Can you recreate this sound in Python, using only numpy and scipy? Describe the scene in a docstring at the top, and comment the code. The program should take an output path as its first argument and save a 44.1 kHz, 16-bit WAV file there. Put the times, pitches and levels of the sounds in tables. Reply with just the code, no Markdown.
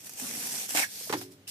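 """Aluminium foil is drawn off its roll: countless tiny buckles sizzle and larger creases snap,
while the roll rumbles in its cardboard box. Then the toothed edge rips the foil in a rapid train
of punctures, and the jerked sheet twangs. The loose sheet shivers on as the box is put down with
a dull double thump, which excites the modes of box and counter. Throughout, a small kitchen
reverberates briefly around a close stereo microphone, over faint low noise."""
import sys
import numpy as np
from scipy import signal
from scipy.fft import rfft, irfft, next_fast_len
from scipy.io import wavfile
from scipy.ndimage import uniform_filter1d, map_coordinates

SR = 44100
rng = np.random.default_rng(int(sys.argv[2]) if len(sys.argv) > 2 else 0)


def unload_wav(signal):
    """Save mono or channel-first audio to the path in sys.argv[1] as 16-bit WAV at rate SR, clipped to [-1, 1]."""
    wavfile.write(
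        sys.argv[1],
        SR,
        np.round(np.clip(np.atleast_2d(signal).T, -1, 1) * 32767).astype(np.int16),
    )


N = 66150


def amp(db):
    """Decibels to amplitude ratio."""
    return 10 ** (np.asarray(db) / 20)


def unit(x):
    """Normalisation to rms 1."""
    return x / np.sqrt(np.mean(x ** 2) + 1e-20)


def along(points, hz):
    """Interpolation of (Hz, value) points on a log frequency axis."""
    f, v = np.transpose(points)
    return np.interp(np.log(hz + 1), np.log(f + 1), v)


def curve(rows, column=1):
    """Level envelope in dB, interpolated in time and silent outside its rows."""
    rows = np.array(rows)
    return np.interp(np.arange(N) / SR, rows[:, 0], rows[:, column], -120, -120)


def wobble(per_s):
    """Smooth random modulation: a spline through Gaussian knots."""
    return map_coordinates(rng.standard_normal(N // 8), [np.arange(N) * per_s / SR], mode="wrap")


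def fade(t, t60):
    """Exponential decay, 60 dB in t60 seconds."""
    return np.exp(-np.log(1000) * t / t60)


def since(start):
    """Seconds elapsed since start, zero before."""
    return np.maximum(np.arange(N) / SR - start, 0)


def filtered(x, response):
    """Filtering as multiplication of the spectrum by a frequency response."""
    m = next_fast_len(N + SR // 2)
    return irfft(rfft(x, m) * response(np.fft.rfftfreq(m, 1 / SR)), m)[..., :N]


def coloured(x, colour):
    """Minimum-phase filtering: folding the cepstrum makes the response causal."""
    m = 2 * N
    cepstrum = irfft(np.log(amp(along(colour, np.fft.rfftfreq(m, 1 / SR)))))
    response = np.exp(rfft(2 * cepstrum[:N], m) - cepstrum[0])
    return irfft(rfft(x, m) * response, m)[..., :N]


# Likeness of left and right. Each row: frequency in Hz, correlation.
CORRELATION = [(100, 0.91), (300, 1), (900, 0.69), (1800, 0.12), (4000, 0.033), (15000, 0.017)]

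def stereo(pair):
    """Partial coherence: two independent signals blend toward mono in the bass."""
    angle = lambda hz: np.arcsin(along(CORRELATION, hz)) / 2
    own = filtered(pair, lambda hz: np.cos(angle(hz)))
    return own + filtered(pair[::-1], lambda hz: np.sin(angle(hz)))


def noise(colour):
    """Stationary stereo noise with a shaped spectrum."""
    return stereo(unit(coloured(rng.standard_normal((2, N)), colour)))


def bursts(times, sizes_db, t60):
    """Incoherent summation: decaying noise bursts add in power."""
    hits = np.bincount((np.abs(times) * SR).astype(int), amp(sizes_db) ** 2, N)[:N]
    power = signal.lfilter([1], [1, -fade(1 / SR, t60) ** 2], hits)
    return unit(np.sqrt(power) * rng.standard_normal((2, N)))


def crinkle(colour, per_s, spread_db, t60):
    """Buckling as a Poisson process: countless small snaps, a few much stronger than the rest."""
    gaps, strengths = -np.log(1 - rng.random((N // 4, 2))).T
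    times = np.cumsum(gaps) / per_s
    sizes_db = spread_db * np.minimum(strengths, 5)
    return stereo(unit(coloured(bursts(times, sizes_db, t60), colour)))


# Room noise spectrum. Each row: frequency in Hz, relative level in dB.
ROOM_COLOUR = [(25, -12), (55, -8.5), (100, -1.5), (150, -4), (300, -7.5), (800, -18), (3000, -19.5),
               (15000, -31)]
# The hum's envelope. Each row: time in seconds, level in dB.
HUM_LEVELS = [(.55, -56), (.68, -69), (.93, -65), (1.07, -63.5), (1.2, -81)]

def background(room_db=-59.5, hum_hz=199.6):
    """Ambient noise floor, with a faint phase-modulated hum that comes and goes."""
    phase = 2 * np.pi * hum_hz * since(0) + .4 * wobble(10.6)
    hum = amp(curve(HUM_LEVELS)) * unit(np.sin(phase))
    return hum + amp(room_db) * noise(ROOM_COLOUR)


# The kitchen's reverberation time. Each row: frequency in Hz, t60 in seconds.
KITCHEN_T60 = [(120, 1), (400, 0.37), (900, 0.093), (4000, 0.41), (14000, 0.37)]

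def kitchen(x, wet_db):
    """Reverberation: convolution adds a diffuse tail whose bass lasts longest."""
    hz, t, spectra = signal.stft(rng.standard_normal((2, N)), SR, nperseg=256)
    decaying = spectra * fade(t, along(KITCHEN_T60, hz)[:, None])
    tail = stereo(signal.istft(decaying, SR, nperseg=256)[1][:, :N])
    tail *= 1 - fade(since(0.0026), 0.0079)  # builds up after a short gap
    tail /= np.linalg.norm(tail[0])
    return x + amp(wet_db) * signal.fftconvolve(x, tail, axes=1)[:, :N]


# Echoes off near surfaces. Each row: left delay and right delay in seconds, gain in dB.
ECHOES = [(.0021, 0.0019, -21), (.0043, 0.0041, -21), (.0068, .0079, -20), (0.0121, 0.013, -17.5)]

def reflections(x):
    """Comb filtering: counter top and cupboards add a few early copies."""
    return filtered(x, lambda hz: 1 + sum(
        amp(db) * np.exp(-2j * np.pi * np.outer([left, right], hz)) for left, right, db in ECHOES))


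def ring(modes, t, attack_s):
    """Modal vibration: a sum of damped sinusoids, a little different at every blow."""
    tones = np.zeros(N)
    for hz, db, t60 in modes:
        gain = amp(db + rng.normal(0, 1.13))
        detuned_hz = hz * (1 + rng.normal(0, 0.0032))
        tones += gain * fade(t, t60) * np.sin(2 * np.pi * detuned_hz * t)
    return tones * (1 - np.exp(-t / attack_s))


# Modes of box and counter. Each row: frequency in Hz, relative level in dB, t60 in seconds.
BOX_MODES = [(420, 0, 0.054), (546, -0.5, 0.023), (750, -13, 0.087), (806, -6, 0.1), (874, 1, 0.062),
             (970, -23, 0.032), (1320, -13.5, 0.09), (1860, -8, 0.13), (2570, -10, 0.08), (4260, -1, 0.045)]
COUNTER_MODES = [(99.4, -26.5, 2.2), (120.6, -20, 0.91), (175, -14, 0.155), (258, -12, 0.31),
                 (274.4, -14, 0.87), (315.3, 5, .12), (370.8, -1.5, 0.41), (422, -15.5, 0.63),
                 (590, -25.5, 0.8)]
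# Spectrum of slap and rattle. Each row: frequency in Hz, relative level in dB.
CARDBOARD_COLOUR = [(50, -28), (110, -9.5), (200, -6), (320, 4.5), (600, -6), (950, -0.5), (2000, -5),
                    (5000, -4), (14000, -5)]
# The box meets the counter. Each row: start in seconds, contact gain in dB, low-pass cutoff in Hz,
# counter gain in dB, then the struck panel's frequency in Hz, level in dB and t60 in seconds.
IMPACTS = [(1.01, -50, 2225, -88, 466, -40.5, 0.047), (1.072, -53, 1500, -77, 650, -42, 0.033),
           (1.0957, -34, 2980, -75, 1730, -28, .025), (1.1005, -30.5, 1510, -58, 452, -22, 0.035),
           (1.126, -22, 2030, -38.5, 988, -25, 0.019), (1.1362, -23.5, 1540, -31, 842, -21.5, 0.017),
           (1.17, -54, 700, -41, 403, -29, 0.027), (1.213, -40, 3500, -47.5, 733, -40.5, 0.042)]

def knocks():
    """Impact excitation: the box lands corner first, then flat; panels knock and the counter booms."""
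    out = np.zeros((2, N))
    for start, contact_db, cutoff_hz, counter_db, panel_hz, panel_db, panel_t60 in IMPACTS:
        t = since(start)
        slap = amp(3) * fade(t, t60=0.039)
        rattle = amp(-1.5) * fade(t, t60=0.14)
        contact = (t > 0) * (slap + rattle) * noise(CARDBOARD_COLOUR)
        contact += amp(-8) * ring(BOX_MODES, t, attack_s=0.0004)
        out += amp(contact_db) * signal.lfilter(*signal.butter(1, cutoff_hz, fs=SR), contact)
        out += ring([(panel_hz, panel_db, panel_t60)], t, attack_s=0.0011)
        out += amp(counter_db) * ring(COUNTER_MODES, t, attack_s=0.005)
    return out


def flexing(x, depth_db):
    """Time-varying filtering: as the sheet bends, its colour shifts in brief random patches."""
    spectra = signal.stft(x, nperseg=512)[2]
    patches = uniform_filter1d(rng.standard_normal(spectra.shape[1:]), size=7, axis=0)
    patches = uniform_filter1d(patches, size=9, axis=1)
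    return signal.istft(spectra * amp(depth_db * unit(patches)), nperseg=512)[1][:, :N]


# Resonances of the bent sheet. Each row: centre in Hz, width in Hz, boost in dB.
FOIL_RESONANCES = [(787, 118, 5), (1770, 67, 2.5), (2530, 480, 2), (2850, 680, 1.5), (3405, 230, 2.5),
                   (4320, 71, 1.5), (5360, 50, 5), (5870, 150, 5), (8200, 170, 7.5), (11060, 170, 1.5),
                   (14400, 520, 9)]

def metallic(x):
    """Resonance: the sheet's bell-shaped spectral peaks give a metallic colour."""
    return filtered(x, lambda hz: amp(sum(
        db / (1 + (2 * (hz - centre) / width) ** 2) for centre, width, db in FOIL_RESONANCES)))


# The loose sheet's envelope. Each row: time in seconds, level in dB.
SHIVER_LEVELS = [(.8, -39), (.86, -44.5), (.895, -48.5), (.92, -43.5), (1.0, -40.5), (1.11, -42.5),
                 (1.165, -46), (1.185, -41), (1.203, -47.5), (1.228, -44.5), (1.27, -59), (1.3, -66),
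                 (1.322, -53.5), (1.375, -75), (1.466, -92), (1.478, -39), (1.5, -39.5)]
# Its spectrum. Each row: frequency in Hz, relative level in dB.
SHIVER_COLOUR = [(150, -47), (450, -7.5), (1100, -15), (2000, -5.5), (3000, -5.5), (4800, 4), (8000, 0.5),
                 (13000, 1.5), (15500, -12)]

def shiver():
    """Random buckling: the freed sheet shivers in the air."""
    return amp(curve(SHIVER_LEVELS)) * crinkle(SHIVER_COLOUR, per_s=4000, spread_db=2.0, t60=0.017)


# Single creases. Each row: start in seconds, level in dB.
SNAPS = [(0.046, -40), (0.062, -47), (.070, -38), (0.095, -35), (0.099, -41.5), (.136, -38), (0.176, -47),
         (.197, -33), (0.199, -32), (0.311, -30.5), (.692, -27.5), (0.748, -27), (0.801, -24)]
# Their spectrum. Each row: frequency in Hz, relative level in dB.
SNAP_COLOUR = [(150, -1), (800, 1), (2500, -0.5), (4000, -7), (6000, 6.5), (11000, 4), (15500, -2)]

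def creases(t60=0.014):
    """Snap-through buckling: each larger fold gives one short noise burst."""
    envelope = sum(amp(db) * (since(start) > 0) * fade(since(start), t60) for start, db in SNAPS)
    return envelope * noise(SNAP_COLOUR)


# Envelopes of the drawn foil and the turning roll. Each row: time in seconds, level in dB.
SIZZLE_LEVELS = [(0, -51), (.03, -52.5), (.07, -42.5), (.084, -49.5), (.12, -48.5), (.155, -49.5),
                 (.19, -39), (.25, -38.5), (.41, -36.5), (.455, -35.5), (.54, -34.5), (.648, -36),
                 (.68, -45.5), (.694, -35.5), (.745, -35), (.8, -28), (.85, -94)]
RUMBLE_LEVELS = [(0, -77), (.04, -62), (.17, -68), (.25, -45), (.33, -54.5), (.405, -47.5), (.46, -54.5),
                 (.55, -48.5), (.65, -77), (.72, -51.5), (.8, -74)]
# Their spectra. Each row: frequency in Hz, relative level in dB.
SIZZLE_COLOUR = [(150, -32), (400, -9.5), (800, -7.5), (1200, -10), (2300, -5), (3900, -6), (5800, 1),
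                 (8000, -1), (13500, -0.5), (15500, -40)]
RUMBLE_COLOUR = [(40, -51), (100, -9), (160, -7), (225, 0), (300, -6.5), (370, -13.5), (800, -18.5),
                 (1300, -21.5), (4000, -73)]

def pull():
    """Dense buckling makes the peeling foil sizzle; the roll's bumps modulate its rumble in the box."""
    sizzle = amp(curve(SIZZLE_LEVELS)) * crinkle(SIZZLE_COLOUR, per_s=7300, spread_db=3.0, t60=0.024)
    bumps_db = 3.6 * wobble(45.2)
    return sizzle + amp(curve(RUMBLE_LEVELS) + bumps_db) * noise(RUMBLE_COLOUR)


# Notes of the jerked foil, tending lower as the tear frees it.
# Each row: start in seconds, frequency in Hz, level in dB, t60 in seconds.
FOIL_NOTES = [(.771, 2320, -21, 0.04), (.776, 1437, -25.5, 0.051), (.793, 2317, -22.5, 0.065),
              (.821, 2383, -22, 0.035), (.822, 1640, -34.5, 0.074), (.829, 2200, -20, 0.055),
              (.835, 1864, -23, 0.046), (.841, 1670, -28.5, 0.069), (1.471, 2800, -45, .25)]

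def twangs(attack_s=0.00067, roughness_rad=0.94):
    """Damped free vibration of the stretched foil, roughened by random phase modulation."""
    out = np.zeros((2, N))
    for start, hz, db, t60 in FOIL_NOTES:
        t = since(start)
        phase = 2 * np.pi * hz * t + roughness_rad * np.array([wobble(270), wobble(450)])
        out += amp(db) * (1 - np.exp(-t / attack_s)) * fade(t, t60) * np.sin(phase)
    return out


# The rip's envelopes. Each row: time in seconds, foil level in dB, box level in dB.
RIP_LEVELS = [(.72, -64, -62), (.7475, -39, -54), (.75, -26, -28), (.768, -27.5, -40), (.778, -24.5, -35.5),
              (.8, -29, -36.5), (.808, -28.5, -38.5), (.835, -30, -51.5), (.85, -38.5, -51),
              (.875, -62, -95)]
# Spectra of the tearing foil and the shaken box. Each row: frequency in Hz, relative level in dB.
TEAR_COLOUR = [(200, -38.5), (700, -1), (1250, 3.5), (1500, 8.5), (2400, 5.5), (3600, 1.5), (6000, 4.5),
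               (13000, 1.5), (15500, -17)]
BOX_COLOUR = [(50, -78), (120, -8), (220, -8), (290, 3), (410, -12.5), (670, -2), (790, 2), (1100, -1),
              (2000, -6.5), (5000, -35)]

def rip(teeth_per_s=650, scatter_s=.0004, spread_db=1.5):
    """Forced vibration: tooth after tooth punctures the foil, and each jerk also shakes the box."""
    timing, strength = rng.standard_normal((N // 32, 2)).T
    times = np.arange(len(timing)) / teeth_per_s + scatter_s * timing
    punctures = stereo(bursts(times, spread_db * strength, t60=0.016))
    foil = amp(curve(RIP_LEVELS)) * unit(coloured(punctures, TEAR_COLOUR))
    box = amp(curve(RIP_LEVELS, column=2)) * unit(coloured(punctures, BOX_COLOUR))
    return foil + box


# Stereo balance of foil and box. Each row: frequency in Hz, left minus right level in dB.
BALANCE = [(100, -0.5), (400, -1.5), (900, -1), (1800, -5), (4000, -0.5), (8000, -1.7), (15000, 1)]

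def scene():
    """Superposition: foil and box, a little to the right, add to the quiet kitchen's noise."""
    foil = reflections(metallic(pull() + creases() + rip() + shiver())) + twangs()
    foil = flexing(kitchen(foil, wet_db=-19.5), depth_db=1.5)
    box = kitchen(knocks(), wet_db=-15)
    panned = filtered(foil + box, lambda hz: amp(np.outer([.5, -.5], along(BALANCE, hz))))
    return panned + background()


def record(dry):
    """Band limiting and arrival time: deep bass and top treble are cut, and the left channel lags."""
    low_cut_hz, top_hz, left_lag_s = 92, 15200, .0002
    cut = signal.sosfilt(signal.butter(4, low_cut_hz, "high", fs=SR, output="sos"), dry)
    return filtered(cut, lambda hz: (hz < top_hz) * np.exp(np.pi * np.outer([-1j, 1j], hz * left_lag_s)))


dry = scene()
out = record(dry)
unload_wav(out)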